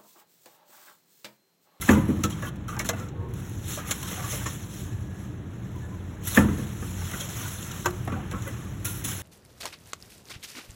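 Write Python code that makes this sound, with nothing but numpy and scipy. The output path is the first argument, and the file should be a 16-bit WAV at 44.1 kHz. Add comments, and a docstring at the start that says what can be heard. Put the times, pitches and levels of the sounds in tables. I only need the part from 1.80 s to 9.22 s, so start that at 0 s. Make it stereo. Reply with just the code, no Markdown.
"""Empty plastic bottles drop into a bag-lined bin, over a low machine hum, heard in wide stereo.
0-1.2 s: a flurry of blows; each cracks a bottle's shell, rings it briefly and booms in the bin.
Plastic film rustles and crackles between the blows; faint tones come and go near 1.4 s.
2-2.7 s: lighter blows, then a lull with more faint tones.
From 4.5 s: hard blows at 4.6 and 6.1 s, each trailed by smaller ones; last crackles after 7 s."""
import sys
import numpy as np
from scipy import signal
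from scipy.fft import rfft, irfft, next_fast_len
from scipy.io import wavfile
from scipy.ndimage import uniform_filter1d, map_coordinates

SR = 44100
rng = np.random.default_rng(int(sys.argv[2]) if len(sys.argv) > 2 else 0)


def transcribe(u):
    """Save the signal u as a 16-bit wav file named by the first command-line argument.

    u: samples, shape (n,) or (channels, n), limited to [-1, 1]; the rate is SR.
    q: integer samples, one column per channel.
    """
    v = np.clip(np.atleast_2d(u).T, -1, 1)
    q = np.round(v * 32767).astype(np.int16)
    wavfile.write(sys.argv[1], SR, q)


N = 327222

# low noise spectra of the machines and the bin's tail: (frequency [Hz], relative density [dB])
DRONE_SPECTRUM = [(100, -10), (150, 2), (190, 4.5), (240, -6.5), (310, -2.5), (500, -14.5), (900, -19.5),
                  (1400, -34), (1750, -29), (2300, -42.5), (4000, -37.5), (7000, -62), (16000, -90)]
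RUMBLE_SPECTRUM = [(20, -55), (40, -0.5), (62, 8), (75, 0.5), (90, 13), (103, 5.5), (118, 12), (140, 3),
                   (170, -96)]


def amp(db):
    """dB to gain."""
    return 10 ** (np.asarray(db) / 20)


def unit(x):
    """Scale to rms 1."""
    return x / np.sqrt(np.mean(x ** 2) + 1e-20)


def along(points, hz):
    """Interpolate (frequency [Hz], value) points on a log axis."""
    knots_hz, values = np.transpose(points)
    return np.interp(np.log(hz + 1), np.log(knots_hz + 1), values)


def curves(rows):
    """Per-sample curve of each column after the time."""
    times_s, *columns = np.transpose(rows)
    return [np.interp(np.arange(N) / SR, times_s, column) for column in columns]


def wobble(rate_hz):
    """Smooth random curve, rate_hz knots a second."""
    knots = rng.standard_normal(int(N * rate_hz / SR) + 4)
    return map_coordinates(knots, [np.arange(N) * rate_hz / SR])


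def phase_walk(step_rad, shape):
    """Random walk of phase, one step a sample."""
    return np.cumsum(step_rad * rng.standard_normal(shape), axis=-1)


def filtered(x, response):
    """Apply the frequency response response(hz)."""
    size = x.shape[-1]
    padded = next_fast_len(size + 4096)
    return irfft(rfft(x, padded) * response(np.fft.rfftfreq(padded, 1 / SR)), padded)[..., :size]


def coloured(x, spectrum):
    """Shape x by (frequency [Hz], gain [dB]) points; rms 1."""
    return unit(filtered(x, lambda hz: amp(along(spectrum, hz))))


def noise(spectrum, size, grain=1):
    """Two independent noises, roughened by grain, then coloured; rms 1."""
    return coloured(grain * rng.standard_normal((2, size)), spectrum)


def bursts(rows, rise_s):
    """Power envelope of decaying events (time [s], level [dB], t60 [s])."""
    power, t = np.zeros(N + SR), np.arange(SR) / SR
    for at_s, db, t60_s in rows:
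        power[round(at_s * SR):][:SR] += amp(db - 60 * t / t60_s) ** 2 * (1 - np.exp(-t / rise_s))
    return power[:N]


def patchy(x, depth_db):
    """Random gain in patches of about 900 Hz by 30 ms; rms 1."""
    frames = signal.stft(x, nperseg=256)[2]
    patches = uniform_filter1d(rng.standard_normal(frames.shape[1:]), size=5, axis=0)
    patches = unit(uniform_filter1d(patches, size=10, axis=1))
    return unit(signal.istft(frames * amp(depth_db * patches), nperseg=256)[1][:, :N])


def machine_hum():
    """Distant machines drone and rumble, swelling a little."""
    # rumble: (time [s], level [dB])
    rumble_levels = [(0, -31.5), (.6, -33), (.75, -31.5), (1.1, -32), (1.5, -29), (2.1, -34), (2.7, -30),
                     (2.93, -35.5), (3.15, -28), (3.4, -34.5), (3.76, -33), (4.3, -32), (5.06, -30),
                     (5.5, -32), (5.95, -34.5), (6.2, -30), (6.8, -31), (7.42, -32.5)]
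    rumble_db, = curves(rumble_levels)
    drone = amp(-34.5 + 0.12 * wobble(3.6)) * noise(DRONE_SPECTRUM, N)
    return drone + amp(rumble_db + 0.42 * wobble(5.9)) * noise(RUMBLE_SPECTRUM, N)


def faint_tones():
    """Unsteady tones swell and fade in the lulls."""
    # (centre [s], 1/e half width [s], pitch [Hz], peak [dB])
    swells = [(1.33, 0.042, 810, -46), (1.43, 0.12, 376, -36), (1.428, 0.15, 478, -37),
              (1.435, 0.05, 918, -42), (1.434, 0.075, 1090, -47.5), (3.127, 0.074, 1690, -55.5),
              (3.342, 0.17, 1676, -54.5), (3.97, 0.029, 1004, -44), (4.048, 0.03, 1724, -48.5),
              (4.06, .07, 1460, -58), (4.127, 0.056, 1010, -46)]
    out, t = np.zeros((2, N)), np.arange(-SR // 4, SR // 4) / SR
    for centre_s, half_s, hz, db in swells:
        tone = np.sin(2 * np.pi * hz * t + phase_walk(0.05, (2, len(t))))
        out[:, round((centre_s + t[0]) * SR):][:, :len(t)] += amp(db) * np.exp(-(t / half_s) ** 2) * tone
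    return out


def crinkles(spectrum, low_hz, span, decay_cycles, count):
    """Small plastic panels buckle at random: damped sines from low_hz to span * low_hz; rms 1."""
    when, pitch, weakness, side = rng.random((count, 4)).T
    t = np.arange(450) / SR
    hz = (low_hz * span ** pitch)[:, None]
    envelope = np.exp(-t * hz / decay_cycles) * (1 - np.exp(-t / 0.00052))
    pings = amp(-3 * np.log(weakness + 0.073))[:, None] * envelope * np.sin(2 * np.pi * hz * t)
    row_size = N + len(t)
    starts = (when * N).astype(int) + (side > 0.5) * row_size
    indices = starts[:, None] + np.arange(len(t))
    pair = np.bincount(indices.ravel(), pings.ravel(), 2 * row_size).reshape(2, -1)
    return coloured(pair[:, :N], spectrum)


def plastic_film():
    """Creases slip in clumps: flickering hiss over resonant crinkles, with sudden crackles."""
    # slow handling: (time [s], hiss [dB], body [dB])
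    rustle = [(0, -54, -46), (.11, -30.5, -28), (.17, -44.5, -31), (.24, -64, -38.5), (.4, -48.5, -43.5),
              (.58, -49.5, -38), (.69, -39, -44), (.71, -61, -46.5), (.87, -63, -47), (1.19, -45.5, -38),
              (1.26, -53.5, -44.5), (1.36, -75, -52), (1.5, -78, -51), (1.56, -48.5, -43.5),
              (1.81, -48.5, -47), (1.92, -33, -36.5), (1.96, -36, -43), (1.99, -37.5, -32.5),
              (2.04, -48.5, -38), (2.08, -36.5, -34), (2.2, -40, -40.5), (2.32, -35, -34),
              (2.42, -40.5, -35.5), (2.53, -32, -35.5), (2.62, -39, -36), (2.7, -39, -39),
              (2.88, -47.5, -46.5), (2.99, -40, -46.5), (3.1, -50, -45.5), (3.28, -57, -50),
              (3.42, -50.5, -46), (3.57, -60.5, -49), (4, -54.5, -48), (4.41, -58, -46.5),
              (4.47, -35.5, -43), (4.57, -30.5, -30), (4.67, -45.5, -38), (4.85, -43, -40.5),
              (4.95, -46, -42), (5.03, -43, -42.5), (5.14, -42, -41), (5.26, -38.5, -38.5),
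              (5.31, -39, -34.5), (5.42, -35.5, -36.5), (5.47, -40.5, -37), (5.51, -36, -37),
              (5.6, -36, -34.5), (5.78, -39.5, -40.5), (5.84, -38.5, -42), (5.9, -41, -36),
              (5.94, -40.5, -37), (6.02, -39.5, -42), (6.1, -44.5, -44), (6.44, -54, -40),
              (6.68, -44.5, -38.5), (6.94, -51.5, -45), (7.42, -42, -39)]
    # sudden slips: (time [s], hiss [dB], t60 [s], fizz over hiss [dB])
    crackles = [(0.011, -32.5, 0.77, 0.5), (.28, -48, .5, 2), (0.435, -20.5, 0.11, -8),
                (.458, -33, .05, -13), (0.498, -36.5, 0.28, -4), (0.6235, -38, 0.059, 0),
                (0.757, -45.5, 0.058, -7), (0.88, -42, 0.6, -2), (0.991, -21, 0.1, -7),
                (1.045, -32, 0.11, -5), (1.057, -29, 0.13, -5), (1.089, -16.5, 0.06, -8.5),
                (1.285, -42.5, .06, -15), (1.485, -56.5, 0.39, -2), (1.537, -37, 0.032, -2),
                (1.694, -45, .04, 4), (1.853, -47, 0.032, 5), (1.88, -35.5, 0.22, 3),
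                (2.109, -12.5, 0.072, -8.5), (2.229, -22, 0.022, -1.5), (2.275, -31, 0.098, -19),
                (2.446, -24, 0.04, -12), (2.657, -27, 0.17, -18), (3.958, -47, .06, 0), (4.435, -45, .2, 2),
                (4.45, -39, 0.2, -1), (4.472, -32.5, 0.18, 7), (4.546, -28.5, 0.27, 4),
                (4.783, -38, 0.066, 0), (5.105, -33, 0.035, -4), (5.213, -36, .04, -12),
                (5.313, -29.5, 0.055, -5), (5.4, -30, 0.13, -7), (5.487, -29.5, .04, -14),
                (5.825, -30, 0.071, -19), (5.912, -31.5, 0.1, -8), (6.0566, -17, 0.056, -10.5),
                (6.104, -36, .05, -4), (6.25, -45, 0.025, 7), (6.275, -36.5, 0.035, -10),
                (6.511, -39.5, 0.16, -5), (6.621, -32, 0.037, -9), (6.676, -34, 0.079, -4),
                (7.046, -33.5, 0.7, 4.5), (7.051, -33, 0.04, 12), (7.24, -30, 1, -1), (7.246, -34, 0.06, 9),
                (7.28, -35, 0.4, 0)]
    # mid, high and top bands: (frequency [Hz], relative density [dB])
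    body_spectrum = [(200, -60), (450, 3), (800, 2.5), (1300, 3.5), (2000, 1), (3200, -3.5), (5000, -25.5)]
    hiss_spectrum = [(1500, -7), (3000, 1.5), (5000, 4.5), (7000, 3.5), (8500, -1.5), (11000, -54)]
    fizz_spectrum = [(7000, -10.5), (9000, -2.5), (11000, -2.5), (13000, -4.5), (15000, -8.5), (16000, -5)]
    hiss_db, body_db = curves(rustle)
    hiss_db += 0.44 * wobble(17)
    fizz_db = -46 + 1.17 * (hiss_db + 43)  # swings wider than the hiss
    crackle_power = bursts([row[:3] for row in crackles], rise_s=0.0035)
    fizz_power = bursts([(s, db + over_db, t60) for s, db, t60, over_db in crackles], rise_s=0.00058)
    grain = amp(0.44 * wobble(30) + 0.77 * wobble(110) + 0.76 * wobble(700))
    hiss = 0.69 * patchy(noise(hiss_spectrum, N, grain), depth_db=2.1)
    hiss += 0.28 * crinkles(hiss_spectrum, low_hz=2518, span=3.6, decay_cycles=23, count=4000)
    hiss += 0.15 * crinkles(hiss_spectrum, low_hz=2960, span=3.1, decay_cycles=0.82, count=1500)
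    fizz = patchy(noise(fizz_spectrum, N, grain), depth_db=1.9)
    fizz += 0.22 * crinkles(fizz_spectrum, low_hz=7950, span=2, decay_cycles=6.2, count=1500)
    body = 0.45 * noise(body_spectrum, N, grain)
    body += 0.36 * crinkles(body_spectrum, low_hz=450, span=9, decay_cycles=14, count=4000)
    return (np.sqrt(amp(hiss_db) ** 2 + crackle_power) * hiss
            + np.sqrt(amp(fizz_db) ** 2 + fizz_power) * fizz
            + np.sqrt(amp(body_db) ** 2 + amp(-6.5) ** 2 * crackle_power) * body)


def bin_boom(t):
    """Thin bin walls: each mode's phase wanders, so the boom is lumpy."""
    # (frequency [Hz], relative level [dB], t60 [s])
    bin_modes = [(86.7, -10.5, 0.8), (155.4, -9.5, 0.31), (209.4, -5, 0.5), (234, -1.5, 0.11),
                 (246.6, 3.5, 0.1), (294.2, -6.5, 0.24), (310, -8, 0.27), (411.7, -6.5, 0.111),
                 (539, -11.5, 0.2)]
    hz, db, t60_s = np.transpose(bin_modes)[:, :, None]
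    phase = phase_walk(0.0082, (len(hz), len(t)))
    # modes start nearly in phase in the shared field
    phase = phase + rng.uniform(0, 2 * np.pi, (2, len(hz), 1)) * [[[0.1]], [[1]]]
    envelope = amp(db + rng.normal(0, 1, db.shape) - 60 * t / t60_s)
    modes = envelope * np.sin(2 * np.pi * hz * t + phase)
    return modes.sum(axis=1) * (1 - np.exp(-t / 0.0015))


def shell_rattle(t):
    """Noise of the struck shell: a fast fall, then a weaker tail from the bin walls."""
    # (frequency [Hz], relative density [dB])
    rattle_spectrum = [(250, -4), (500, 22.5), (800, 16.5), (1300, 14), (2000, -3.5), (3000, -3.5),
                       (4500, -12), (7000, -53)]
    return noise(rattle_spectrum, len(t)) * (amp(-60 * t / 0.11) + 0.067 * amp(-60 * t))


def shell_modes(t):
    """Bottle modes ring at a new tuning and strength on each blow."""
    # (frequency [Hz], relative level [dB], t60 [s])
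    bottle_modes = [(351, -1, 0.3), (475, -4.5, 0.18), (682, -20, 0.092), (929, -12, 0.17),
                    (1154, -1.5, 0.1), (1350, -20, 0.15), (1410, -13, 0.098), (1610, -10, 0.082),
                    (1722, -17.5, 0.2), (1994, -9, 0.11), (2196, -16.5, 0.11), (2450, -10, 0.061),
                    (2680, -13, 0.091), (3050, -21, 0.097)]
    hz, db, t60_s = np.transpose(bottle_modes)[:, :, None]
    hz = hz * rng.normal(1, 0.016, hz.shape)
    modes = amp(db - 60 * t / t60_s) * np.sin(2 * np.pi * hz * t + rng.uniform(0, 2 * np.pi, hz.shape))
    scatter_db = 6.5 * rng.standard_normal((2, len(hz)))
    return amp(scatter_db) @ modes


def shell_snap(t):
    """The shell cracks: a bright click with a short tail."""
    # (frequency [Hz], relative density [dB])
    snap_spectrum = [(700, -18), (1500, -12.5), (2600, -1), (3600, -5), (5000, 5), (8000, -7), (12000, -13),
                     (16000, -28)]
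    return noise(snap_spectrum, len(t)) * (amp(-60 * t / 0.0043) + 0.052 * amp(-60 * t / 0.03))


def bottle_blows():
    """Each blow snaps, rattles and rings the shell, booms the bin and leaves low noise in it."""
    # (time [s], shell [dB], pitch 1 [Hz], over shell [dB], pitch 2 [Hz], over shell [dB],
    #  boom [dB], snap [dB], ring t60 [s])
    blows = [(0.0218, -32, 1373, 6, 2040, 8, -52, -28, 0.055),
             (0.082, -16, 920, 6, 1240, -2, -19, -29, .03),
             (0.0902, -4, 1130, 7, 1827, 9.5, -4, -25, 0.017),
             (0.092, -14, 2440, 2, 3470, -2, -32, -20, 0.022), (0.1, -21, 950, 2, 2290, -1, -30, -33, .05),
             (0.112, -20.5, 900, 8.5, 1160, -6, -26, -45, 0.083),
             (0.1288, -17, 512, -4, 1410, -6, -18, -47, 0.089),
             (0.15, -27, 973, 4, 2050, -10, -24, -50, 0.34),
             (0.167, -39, 880, -1.5, 1730, -14, -10, -46, 0.12),
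             (0.2871, -32, 520, -5, 1940, -6, -12, -42, 0.061),
             (0.303, -34, 460, 5, 1220, 1, -18, -47, .07), (0.39, -40, 530, 6, 1100, 3, -25, -50, 0.077),
             (0.4387, -18, 1316, -3, 3320, -15.5, -16.5, -15, .13),
             (0.523, -43, 1420, -4, 3220, 12, -41, -48, 0.056),
             (0.623, -22.5, 577, -0.5, 1717, -9, -46, -35, 0.19),
             (0.6497, -28.5, 1115, -2, 1445, -8, -35.5, -46, 0.22),
             (0.669, -30, 1130, -4, 3150, -5, -36.5, -39, 0.07),
             (0.882, -32.5, 1300, 7, 3120, 1, -53, -34, 0.07),
             (0.89, -29, 1233, 2.5, 1460, -7, -51, -30, 0.12),
             (0.924, -30.5, 1192, -1, 1400, -6, -47, -48, .15),
             (0.94, -29, 1184, 3, 1520, -14, -40, -36, 0.14),
             (0.9671, -26, 860, 0, 1580, -14, -44, -32, 0.11),
             (0.9943, -17, 1230, -12, 2230, 5, -35, -14, 0.072),
             (1.048, -26.5, 1420, -2, 1740, -1, -28.5, -43, 0.041),
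             (1.09, -15, 632, 5, 1634, -0.5, -34, -11, 0.041),
             (1.094, -25, 1220, 2, 4180, 2, -47, -26, 0.044),
             (1.1323, -26, 645, 8.5, 1420, -5, -32, -38, 0.061),
             (1.199, -35, 501, 8, 1350, -4, -35, -36, 0.32),
             (1.974, -30.5, 586, 13, 1200, -13, -45, -40, 0.071),
             (1.985, -32, 1260, 1.5, 1610, -5, -44, -33, 0.17),
             (2.092, -29, 860, 0, 1270, -5, -49, -50, 0.08),
             (2.1088, -34, 1240, -8, 2210, 11, -32, -22, 0.1),
             (2.229, -32, 1063, 3, 3260, -4, -57, -22, 0.08),
             (2.249, -39, 1050, 3, 1290, -6, -52, -50, 0.068),
             (2.312, -32, 473, 8, 2030, -7, -51, -45, 0.11),
             (2.372, -38.5, 726, 8.5, 1260, -6, -57, -50, 0.29),
             (2.393, -28, 1205, 1, 1530, -9, -46, -47, 0.067),
             (2.439, -36, 1133, 4.5, 1690, -1, -43, -52, 0.18),
             (2.527, -26, 586, -3.5, 2110, -11, -32.5, -40, 0.2),
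             (2.609, -39, 900, 7, 1550, 1, -50, -50, 0.12),
             (2.6588, -22.5, 1100, -1, 1814, -5, -33.5, -31, 0.11),
             (4.473, -37.5, 1443, -3, 1980, 1, -47, -34, 0.16),
             (4.5734, -5.5, 510, 2, 1788, 10, -5.5, -14.5, 0.024),
             (4.5656, -16, 1500, 0, 2280, 0, -28, -25, 0.033),
             (4.578, -17.5, 520, 4, 2480, -7, -12, -30, 0.086),
             (4.589, -19.5, 918, -3, 1770, -5, -19, -45, 0.2),
             (4.6085, -19.5, 490, 5, 1365, -6, -28, -35, 0.11),
             (4.639, -23, 535, -8, 970, 0, -17, -42, 0.18),
             (4.6843, -28.5, 500, 2, 1360, -4, -16.5, -50, 0.079),
             (4.7795, -38.5, 487, 6.5, 1720, -5, -24, -38, 0.21),
             (5.0232, -28, 1255, -3, 1720, -12, -33.5, -39, 0.075),
             (5.214, -32, 860, 3, 1480, -1, -46, -45, .059),
             (5.334, -24.5, 1354, -1.5, 2004, 1.5, -36.5, -29, 0.061),
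             (5.4066, -29.5, 567, 0, 3240, 1, -40, -40, 0.13),
             (5.629, -39, 1000, 6.5, 1580, -4.5, -46, -45, 0.15),
             (5.654, -32, 960, 1, 1480, 2, -44, -42, 0.063), (6.046, -28, 960, 0, 1500, 0, -50, -30, .05),
             (6.0573, -10, 942, 2.5, 1556, -0.5, -44, -24, 0.039),
             (6.0587, -17.5, 2630, 1, 3350, -6, -52, -20, 0.035),
             (6.2754, -22, 700, 10.5, 1890, -4, -30.5, -35, 0.039),
             (6.296, -28.5, 1323, -1, 490, -1, -36, -53, .08),
             (6.3189, -23, 286, 6.5, 466, 7, -22.5, -51, 0.074),
             (6.336, -29.5, 1120, 2.5, 1460, -1, -29, -50, 0.1),
             (6.362, -31, 748, 4.5, 508, -1, -39, -52, 0.21),
             (6.401, -34, 1000, 4, 1490, -7, -37, -52, .08),
             (6.5135, -26.5, 490, 1, 1630, -6, -38, -27.5, 0.051),
             (6.5335, -25.5, 1310, -4.5, 1084, -5, -28, -52, 0.27),
             (6.664, -33, 558, -3, 1510, 3, -50, -45, 0.073),
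             (6.671, -27.5, 537, 5, 1193, -9, -42, -35, 0.081),
             (7.052, -35.5, 1400, 1, 2600, -7, -56, -36, 0.26),
             (7.2451, -31, 1225, -12, 3086, -34, -32, -39, .068)]
    out, t = np.zeros((2, N + SR)), np.arange(SR // 4) / SR
    attack = 1 - np.exp(-t / 0.003)
    tail_t60_s, tails = 1.18, []
    for at_s, shell_db, first_hz, first_db, second_hz, second_db, boom_db, snap_db, ring_t60_s in blows:
        phase = phase_walk(0.07, (2, 1, len(t))) + rng.uniform(0, 2 * np.pi, (2, 2, 1))
        ring = amp(first_db) * np.sin(2 * np.pi * first_hz * t + phase[0])
        ring += amp(second_db) * np.sin(2 * np.pi * second_hz * t + phase[1])
        ring *= amp(-60 * t / ring_t60_s)
        shell = amp(shell_db) * (ring + amp(-8.5) * shell_rattle(t) + amp(-11) * shell_modes(t))
        snap = amp(snap_db) * shell_snap(t)
        boom = amp(boom_db) * bin_boom(t)
        out[:, round(at_s * SR):][:, :len(t)] += attack * (shell + boom) + snap
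        tails.append((at_s, boom_db - 16.5, tail_t60_s))
    tail_gain = np.sqrt(bursts(tails, rise_s=0.043))
    return out[:, :N] + tail_gain * (noise(DRONE_SPECTRUM, N) + noise(RUMBLE_SPECTRUM, N))


def scene():
    """Two sound fields: one shared by the microphone ports, one that differs between them."""
    return bottle_blows() + plastic_film() + machine_hum() + faint_tones()


def record(dry):
    """A phone mixes its ports to wide stereo; peaks saturate; the band is limited."""
    # channel likeness: (frequency [Hz], coherence [0-1])
    coherence = [(60, 0.96), (170, 0.97), (260, 0.077), (400, 0.83), (700, 1), (1300, 0.6), (1800, 0.49),
                 (3000, 0.7), (4500, 1), (16000, 1)]
    # port balance: (frequency [Hz], left over right [dB])
    balance = [(30, -5), (90, -7), (200, -16.5), (330, -8.5), (450, 0.5), (700, -0.5), (16000, 0)]
    # port phase besides the lag: (frequency [Hz], right lead [rad])
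    right_lead = [(60, .25), (220, .2), (340, -1.8), (520, -1.6), (860, -1.1), (1050, -.4), (1400, 1.5),
                  (1750, 1.9), (2250, 1.7), (2750, 2.4), (3450, 3.7), (4200, 3.98), (16000, 3.98)]
    right_lag_s, low_cut_hz, top_hz, ceiling = 239e-6, 45, 16000, 0.95

    def mid_side(hz):
        angle = np.arccos(np.clip(along(coherence, hz), 0, 1)) / 2
        return np.array([np.cos(angle), np.sin(angle)])

    def ports(hz):
        half_turn = np.exp(0.5j * (along(right_lead, hz) - 2 * np.pi * hz * right_lag_s))
        low_cut = hz ** 2 / (hz ** 2 + low_cut_hz ** 2)
        return np.array([amp(along(balance, hz)) / half_turn, half_turn]) * low_cut

    mid, side = filtered(dry, mid_side)
    stereo = filtered(np.array([mid + side, mid - side]), ports)
    saturated = stereo / (1 + np.abs(stereo / ceiling) ** 8) ** (1 / 8)
    return filtered(saturated, lambda hz: hz < top_hz)


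dry = scene()
out = record(dry)
transcribe(out)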